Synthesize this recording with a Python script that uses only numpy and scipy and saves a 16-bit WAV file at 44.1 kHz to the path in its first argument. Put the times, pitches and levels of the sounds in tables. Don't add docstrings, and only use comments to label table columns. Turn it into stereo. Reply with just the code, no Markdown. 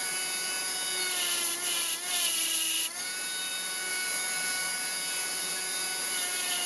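import sys
import numpy as np
from scipy import signal
from scipy.fft import rfft, irfft, next_fast_len
from scipy.io import wavfile
from scipy.ndimage import map_coordinates

SR = 44100
rng = np.random.default_rng(int(sys.argv[2]) if len(sys.argv) > 2 else 0)


def store_wav(level_fs):
    pcm = np.round(np.clip(np.atleast_2d(level_fs), -1, 1) * 32767)
    wavfile.write(sys.argv[1], SR, pcm.T.astype(np.int16))


N = 293265
STEP = 32

# (frequency [Hz], relative density [dB])
AIR_SPECTRUM = [(25, -38.5), (70, -23), (130, -23.5), (260, -12), (1200, -8), (1600, -12.5), (2000, -5),
                (2500, -11.5), (3200, -13), (4000, -12.5), (4900, -7), (5900, -11), (7400, -6.5),
                (9500, -0.5), (11200, -4), (12000, -17)]
# (centre [Hz], width [Hz], gain [dB])
LOW_BAND_MODES = [(174, 26, 0)]
# (frequency [Hz], correlation before clipping [1])
STEREO_CORRELATION = [(200, 0.99), (380, 0.91), (700, -0.061), (1400, -0.06), (1750, -0.653), (2700, -0.16),
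                      (4600, 0.35), (5700, -0.29), (6400, 1), (7000, 0.23), (7900, -1.02), (8900, -1.225),
                      (9700, 0.12), (10400, 1)]
# (shaft multiple [1], free level [dB], loaded level [dB])
BEARING_TONES = [(.72, -63, -58.5), (1.55, -61, -58), (2.55, -56.5, -55), (4.03, -55, -62),
                 (4.55, -52, -58), (5.45, -58, -58), (5.76, -47, -52), (6.5, -53.5, -58), (7.3, -58, -60),
                 (7.76, -52, -58), (8.25, -57, -58), (9.35, -56.5, -59), (10.48, -55.5, -59),
                 (11.45, -55, -58), (12.5, -54, -58), (13.45, -48, -56), (14.45, -56, -58),
                 (15.45, -57, -58), (19.4, -55, -58), (20.4, -52, -58)]
# (time [s], speed [Hz])
IDLE_SPEED = [(0.1, 370.5), (0.8, 371.0), (3.2, 372.3), (3.54, 372.3), (3.95, 369.4), (4.43, 369.6),
              (5.3, 370.2), (6.0, 371.4)]
# (order [1], free level [dB], loaded level [dB], left over right [dB], left lead [rad])
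SHAFT_ORDERS = [(1, -52, -55, 2.5, 2), (2, -52.5, -52.5, 8.5, 0.69), (3, -53.5, -52.5, 9.5, 0.6),
                (4, -43.5, -45.5, 4.5, 0.86), (5, -50, -43.5, 2.5, -2.5), (6, -44.5, -44.5, 0, 1.2971),
                (7, -47, -52, 1.5, 2.5), (8, -44, -51, -1, 2), (9, -53.5, -43.5, -1.5, 2),
                (10, -43.5, -48.5, -2, 2), (11, -46.5, -47, -1.5, 2.5), (12, -50, -44, -0.5, -2),
                (13, -42.5, -52.5, -8.5, 0.5), (14, -41.5, -46, -5.5, 3.0), (15, -49, -52, -5, 4),
                (16, -56, -49, -11, 5), (17, -54, -51, -3, 1.5), (18, -50, -49, 0, -0.5),
                (19, -51, -54, -4, 2), (20, -56, -54, 11, 2), (21, -72, -53, -10, 2.5),
                (26, -52, -53, 0, 2.5), (28, -57, -44, 1, 1.5)]
# (time [s], lift [dB])
HUM_LIFT = [(0.1, 2.5), (0.85, -1), (1.0, 13.5), (1.2, 2.5), (1.55, 8.5), (1.9, 0), (2.3, 3), (2.75, 4),
            (3.0, -8.5), (3.68, -8), (3.85, 5), (4.2, -5.5), (5.0, -4), (5.5, 3), (6.5, 1)]
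# (time [s], lift [dB])
WHISTLE_LIFT = [(0.3, -3), (0.88, 2.5), (1.05, -2), (3.0, -1.5), (3.3, 0.5), (3.52, 6), (3.75, 0.5),
                (5.0, 0), (5.5, -1.5), (6.1, 0)]
# (time [s], tightness [-1..1])
GRIP_TIGHTNESS = [(0, 0.034), (.85, -0.16), (2.9, -0.61), (3.15, 0.31), (3.55, -0.26), (3.85, 0.74),
                  (4.65, 0.944), (4.95, -0.049), (5.5, -0.36), (6.2, -0.24)]
# (order [1], lift when tight [dB])
GRIP_LIFT = [(4, 4.5), (5, 5.5), (6, 5.5), (7, -5), (10, -5), (11, 2.5), (12, 0), (13, -2.5), (14, 3)]
# (start [s], end [s], attack [s], release [s], gain [dB])
HAND_HOVER = (3, 3.5, 0.04, 0.7, -3.5)
# (order [1], lift [dB])
HOVER_LIFT = [(2, -3.5), (5, 0), (4, 2), (10, 4), (12, 2.5), (13, -1), (14, -1.5)]
# (centre [Hz], width [Hz], lift [dB])
HOUSING_MODES = [(714.4, 24, 6.5), (1023, 37, 7), (1466.8, 12.6, 7), (1494, 11, 3), (1794, 49, 7),
                 (2203.3, 23, 7), (2602, 43, 6.5), (3718, 21, 3.5), (4412, 57, 10.5)]
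# (centre [Hz], width [Hz], lift [dB])
SINGING_MODES = [(2400, 130, 13), (2830, 90, 12.5)]
# (centre [Hz], width [Hz], gain [dB])
SCREECH_MODES = [(2650, 110, -13), (2850, 55, 3), (3600, 240, -16)]
# (centre [Hz], width [Hz], gain [dB])
SQUEAL_MODES = [(8490, 170, 0), (9580, 200, -9), (10550, 220, -9)]
# (frequency [Hz], relative density [dB])
RASP_SPECTRUM = [(200, -35), (1900, -30), (2500, -20), (3700, -9), (4400, -9), (5600, -1), (7400, 3),
                 (8200, 6.5), (10000, 6), (11700, 3.5), (12300, -24)]
# (frequency [Hz], relative density [dB])
SCRAPE_SPECTRUM = [(1500, -30), (2100, -9.5), (2350, -10.5), (2600, -4.5), (3100, -1.5), (3500, 0.5),
                   (4100, -3), (4700, -4.5), (5500, -8), (7000, -22)]
# (start [s], end [s], attack [s], start drag [Hz], end drag [Hz],
# start contact [dB], end contact [dB], screech re contact [dB], squeal re contact [dB])
STONE_PRESSES = [(0.86, 1.118, 0.066, -0.5, 10, -58, -37.5, -3, -19),
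                 (1.098, 1.348, 0.08, 21, 27, -32.5, -30.5, -2.5, -13),
                 (1.35, 1.535, .035, 30, 33, -32, -31.5, -11, -4.5),
                 (1.6, 1.935, 0.0594, 23, 49, -31, -30.5, -5.5, -11),
                 (1.94, 2.07, 0.031, 0, 0, -41, -37.5, -16, -12),
                 (2.07, 2.3, 0.073, 20, 50, -27.5, -29, -6.5, -8),
                 (2.3, 2.68, 0.036, 40, 51, -29, -28.5, -6, -4),
                 (2.68, 2.8, .035, 40, 44, -29, -29.5, -3, -10),
                 (2.8, 2.854, .035, 56, 56, -28, -29, -3, -7),
                 (3.351, 3.584, 0.0498, 0, 0, -55, -55, -15, -14),
                 (6.08, 6.245, 0.089, 12, 20, -40, -33.5, -8, -14),
                 (6.244, 6.344, 0.034, 2, 2, -38, -37.5, -10, -14),
                 (6.339, 6.695, 0.052, 11, 18.5, -35.5, -37, -7.5, -14),
                 (6.493, 6.55, 0.026, 2.5, 0.5, -33.5, -38, -1, -14)]
# (start [s], end [s], scrape lift [dB], squeal lift [dB])
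EDGE_BITES = [(1.36, 1.41, 3.5, 4), (1.417, 1.475, -1, 6.5), (1.77, 1.82, 3, 5), (2.22, 2.255, 0, 11.5),
              (2.81, 2.845, 1, 3)]


def amp(db):
    return 10 ** (np.asarray(db) / 20)


def unit(x):
    return x / np.sqrt(np.mean(np.abs(x) ** 2) + 1e-20)


def along(points, hz):
    knots_hz, values = np.transpose(points)
    return np.interp(np.log(hz + 1), np.log(knots_hz + 1), values)


def curves(rows):
    times_s, *columns = np.transpose(rows)
    return [np.interp(np.arange(N) / SR, times_s, column) for column in columns]


def gate(start_s, end_s, attack_s, release_s):
    t = np.arange(N) / SR
    return np.clip(np.minimum((t - start_s) / attack_s, 1 - (t - end_s) / release_s), 0, 1)


def upsample(slow):
    return np.interp(np.arange(N), np.arange(0, N, STEP), slow)


def slow_wobble(rate_hz):
    knots = rng.standard_normal(4000)
    return map_coordinates(knots, [np.arange(0, N, STEP) * rate_hz / SR])


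def wobble(rate_hz):
    return upsample(slow_wobble(rate_hz))


def flutter(width_hz):
    return unit(slow_wobble(width_hz) + 1j * slow_wobble(width_hz))


def filtered(x, response):
    size = next_fast_len(N + SR // 2)
    return irfft(rfft(x, size) * response(np.fft.rfftfreq(size, 1 / SR)), size)[..., :N]


def resonances(modes, hz):
    return sum(amp(db) * 1j * hz * width / (centre ** 2 - hz ** 2 + 1j * hz * width)
               for centre, width, db in modes)


def lift_db(modes, hz):
    return sum(db / (1 + (2 * (hz - centre) / width) ** 2) for centre, width, db in modes)


def spread(pair, response, direct):
    def mixing(hz):
        share = direct * (hz < 6000)
        correlation = np.clip(share + (1 - share) * along(STEREO_CORRELATION, hz), -1, 1)
        turn_rad = np.arccos(correlation) / 2
        return response(hz) * np.array([np.cos(turn_rad), np.sin(turn_rad)])
    mid, side = filtered(pair, mixing)
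    return unit(np.array([mid + side, mid - side]))


def cooling_air(shaft_rad, load, throb=0.048, hiss_db=-30.5, gust_db=0.68, low_band_db=-60, loaded_db=-4):
    turbulence = rng.standard_normal((2, N)) * (1 + throb * np.cos(shaft_rad))
    hiss = spread(turbulence, lambda hz: amp(along(AIR_SPECTRUM, hz)), direct=0.12)
    low_band = unit(filtered(rng.standard_normal(N), lambda hz: resonances(LOW_BAND_MODES, hz) ** 2))
    return amp(hiss_db + gust_db * wobble(15)) * hiss + amp(low_band_db + loaded_db * load) * low_band


def bearings(shaft_rad, load, swell_db=2.0, phase_spread_rad=1.53):
    out = np.zeros((2, N))
    for multiple, free_db, loaded_db in BEARING_TONES:
        level = amp(free_db + load[::STEP] * (loaded_db - free_db) + swell_db * slow_wobble(5))
        tone = upsample(level * flutter(width_hz=45)) * np.exp(1j * multiple * shaft_rad)
        out += np.real([tone, tone * np.exp(1j * rng.normal(0, phase_spread_rad))])
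    return np.sqrt(2) * out


def whine(shaft_rad, speed_hz, load, touch, hover, motor_db, port_drift_db=1.2, port_drift_rad=0.4):
    controls = (speed_hz, load, touch, hover, motor_db)
    speed_hz, load, touch, hover, motor_db = (control[::STEP] for control in controls)
    grip, hum_db, whistle_db = (curves(r)[0][::STEP] for r in (GRIP_TIGHTNESS, HUM_LIFT, WHISTLE_LIFT))
    grip_db, hover_db = dict(GRIP_LIFT), dict(HOVER_LIFT)
    shaft = np.exp(1j * shaft_rad)
    out = np.zeros((2, N))
    for order, free_db, loaded_db, pan_db, lead_rad in SHAFT_ORDERS:
        upper, weak = order > 6, order in (2, 3)
        order_hz = order * speed_hz
        wander_db = 2.23 * slow_wobble(5.01) if upper else (2.0 if weak else 1.0) * slow_wobble(8)
        hands_db = grip_db.get(order, 0) * grip + hover_db.get(order, 0) * hover
        resonance_db = lift_db(HOUSING_MODES, order_hz) + touch * lift_db(SINGING_MODES, order_hz)
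        swell_db = motor_db + hands_db + wander_db + resonance_db + (order == 10) * whistle_db
        level = amp(free_db + load * (loaded_db - free_db) + (hum_db if order == 1 else swell_db))
        level *= np.sqrt(2 / np.cosh(np.log(amp(pan_db))))

        roughness = 0.2 + 0.009 * order + 0.15 * weak * (1 - load) + (0.064 + 0.0502 * order) * load
        roughness = np.clip(roughness, 0, 1)
        envelope = np.sqrt(1 - roughness ** 2) + roughness * flutter(width_hz=70)
        envelope *= level * np.exp(1j * rng.uniform(0, 2 * np.pi))
        tone = shaft ** order

        width = np.clip(1 - 0.28 * hover - (0 if upper else 0.59) * load, 0, 1)
        left_path = amp(pan_db / 2) * np.exp(0.5j * lead_rad * width)
        for channel, path in enumerate((left_path, 1 / left_path)):
            if upper:
                path = path * amp(port_drift_db * slow_wobble(14))
                path = path * np.exp(1j * port_drift_rad * slow_wobble(9))
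            out[channel] += np.real(upsample(envelope * path) * tone)
    return out


def disc_ringing(modes, rise_hz, chatter_db):
    rub = rng.standard_normal((2, N)) * amp(chatter_db * wobble(70))
    ring = spread(rub, lambda hz: resonances(modes, hz), direct=0.59)
    analytic = signal.hilbert(ring, next_fast_len(N))[..., :N]
    return np.real(analytic * np.exp(2j * np.pi * np.cumsum(rise_hz) / SR))


def pressing(release_s=0.035):
    touch, drag_hz, contact, screech, squeal = np.zeros((5, N))
    for start_s, end_s, attack_s, from_hz, to_hz, from_db, to_db, screech_db, squeal_db in STONE_PRESSES:
        held = gate(start_s, end_s, attack_s, release_s)
        pull_hz, rub_db = curves([(start_s, from_hz, from_db), (end_s, to_hz, to_db)])
        rub = held * amp(rub_db)
        touch = np.minimum(touch + held, 1)
        drag_hz += held * pull_hz
        contact += rub
        screech += rub * amp(screech_db)
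        squeal += rub * amp(squeal_db)
    return touch, drag_hz, *(20 * np.log10(level + 1e-6) for level in (contact, screech, squeal))


def biting(ramp_s=0.016):
    return sum(np.outer(lifts_db, gate(start_s, end_s, ramp_s, ramp_s))
               for start_s, end_s, *lifts_db in EDGE_BITES)


def grit(shaft_rad, bedded, grains_per_turn=96, kept_per_turn=0.68):
    fresh = rng.standard_normal((2, 2700, grains_per_turn))
    rims = signal.lfilter([1], [1, -kept_per_turn], fresh, axis=1).reshape(2, -1)
    position = shaft_rad / (2 * np.pi) * grains_per_turn
    buzz = unit(np.array([np.interp(position, np.arange(len(rim)), rim) for rim in rims]))
    return np.sqrt(1 - bedded ** 2) * buzz + bedded * rng.standard_normal((2, N))


def grinding(shaft_rad, bedded, bite_db, strikes_per_s=16000, runout=0.09, chatter_db=1.4, rasp_db=-1.5):
    strikes = rng.standard_normal((2, N)) * (rng.random((2, N)) < strikes_per_s / SR)
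    strikes *= (1 + runout * np.cos(shaft_rad)) * amp(chatter_db * wobble(45))
    rasp = spread(strikes, lambda hz: amp(along(RASP_SPECTRUM, hz)), direct=0.51)
    rub = grit(shaft_rad, bedded) * amp(chatter_db * wobble(60))
    scrape = spread(rub, lambda hz: amp(along(SCRAPE_SPECTRUM, hz)), direct=0.11)
    scrape_db = -6 - 1.5 * bedded + bite_db + wobble(16)
    return amp(rasp_db) * rasp + amp(scrape_db) * scrape


def scene(inertia_s=0.088, full_load_hz=25, light_hz=352, bedded_hz=322, recover_s=0.071, labour_hz=48,
          idle_db=-1.0, whine_labour_db=-6.5, rush_labour_db=-8):
    touch, drag_hz, contact_db, screech_db, squeal_db = pressing()
    bite_scrape_db, bite_squeal_db = biting()
    pole = np.exp(-1 / (inertia_s * SR))
    sag_hz = signal.lfilter([1 - pole], [1, -pole], drag_hz)
    speed_hz = curves(IDLE_SPEED)[0] - sag_hz
    load = np.clip(sag_hz / full_load_hz, 0, 1)
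    bedded = np.clip((light_hz - speed_hz) / (light_hz - bedded_hz), 0, 1)
    jitter_hz = 0.45 * wobble(35) + 1.4 * touch * load * wobble(50)
    shaft_rad = 2 * np.pi * np.cumsum(speed_hz + jitter_hz) / SR

    *timing_s, shade_db = HAND_HOVER
    hover = gate(*timing_s)
    motor_db = idle_db + shade_db * hover
    late_sag_hz = np.interp(np.arange(N) - recover_s * SR, np.arange(N), sag_hz)
    labour = np.abs(np.maximum(sag_hz, late_sag_hz) / labour_hz) ** 3

    tones = whine(shaft_rad, speed_hz, load, touch, hover, motor_db + whine_labour_db * labour)
    rush = bearings(shaft_rad, load) + cooling_air(shaft_rad, load)
    screech = disc_ringing(SCREECH_MODES, rise_hz=90 * (1 - bedded), chatter_db=1.5)
    squeal = disc_ringing(SQUEAL_MODES, rise_hz=210 * (1 - bedded), chatter_db=3.0)
    motor = tones + amp(motor_db + rush_labour_db * labour) * rush
    disc = amp(screech_db) * screech + amp(squeal_db + bite_squeal_db) * squeal
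    return motor + disc + amp(contact_db) * grinding(shaft_rad, bedded, bite_scrape_db)


def record(dry, cutoff_hz=12120):
    return filtered(dry, lambda hz: hz < cutoff_hz)


dry = scene()
out = record(dry)
store_wav(out)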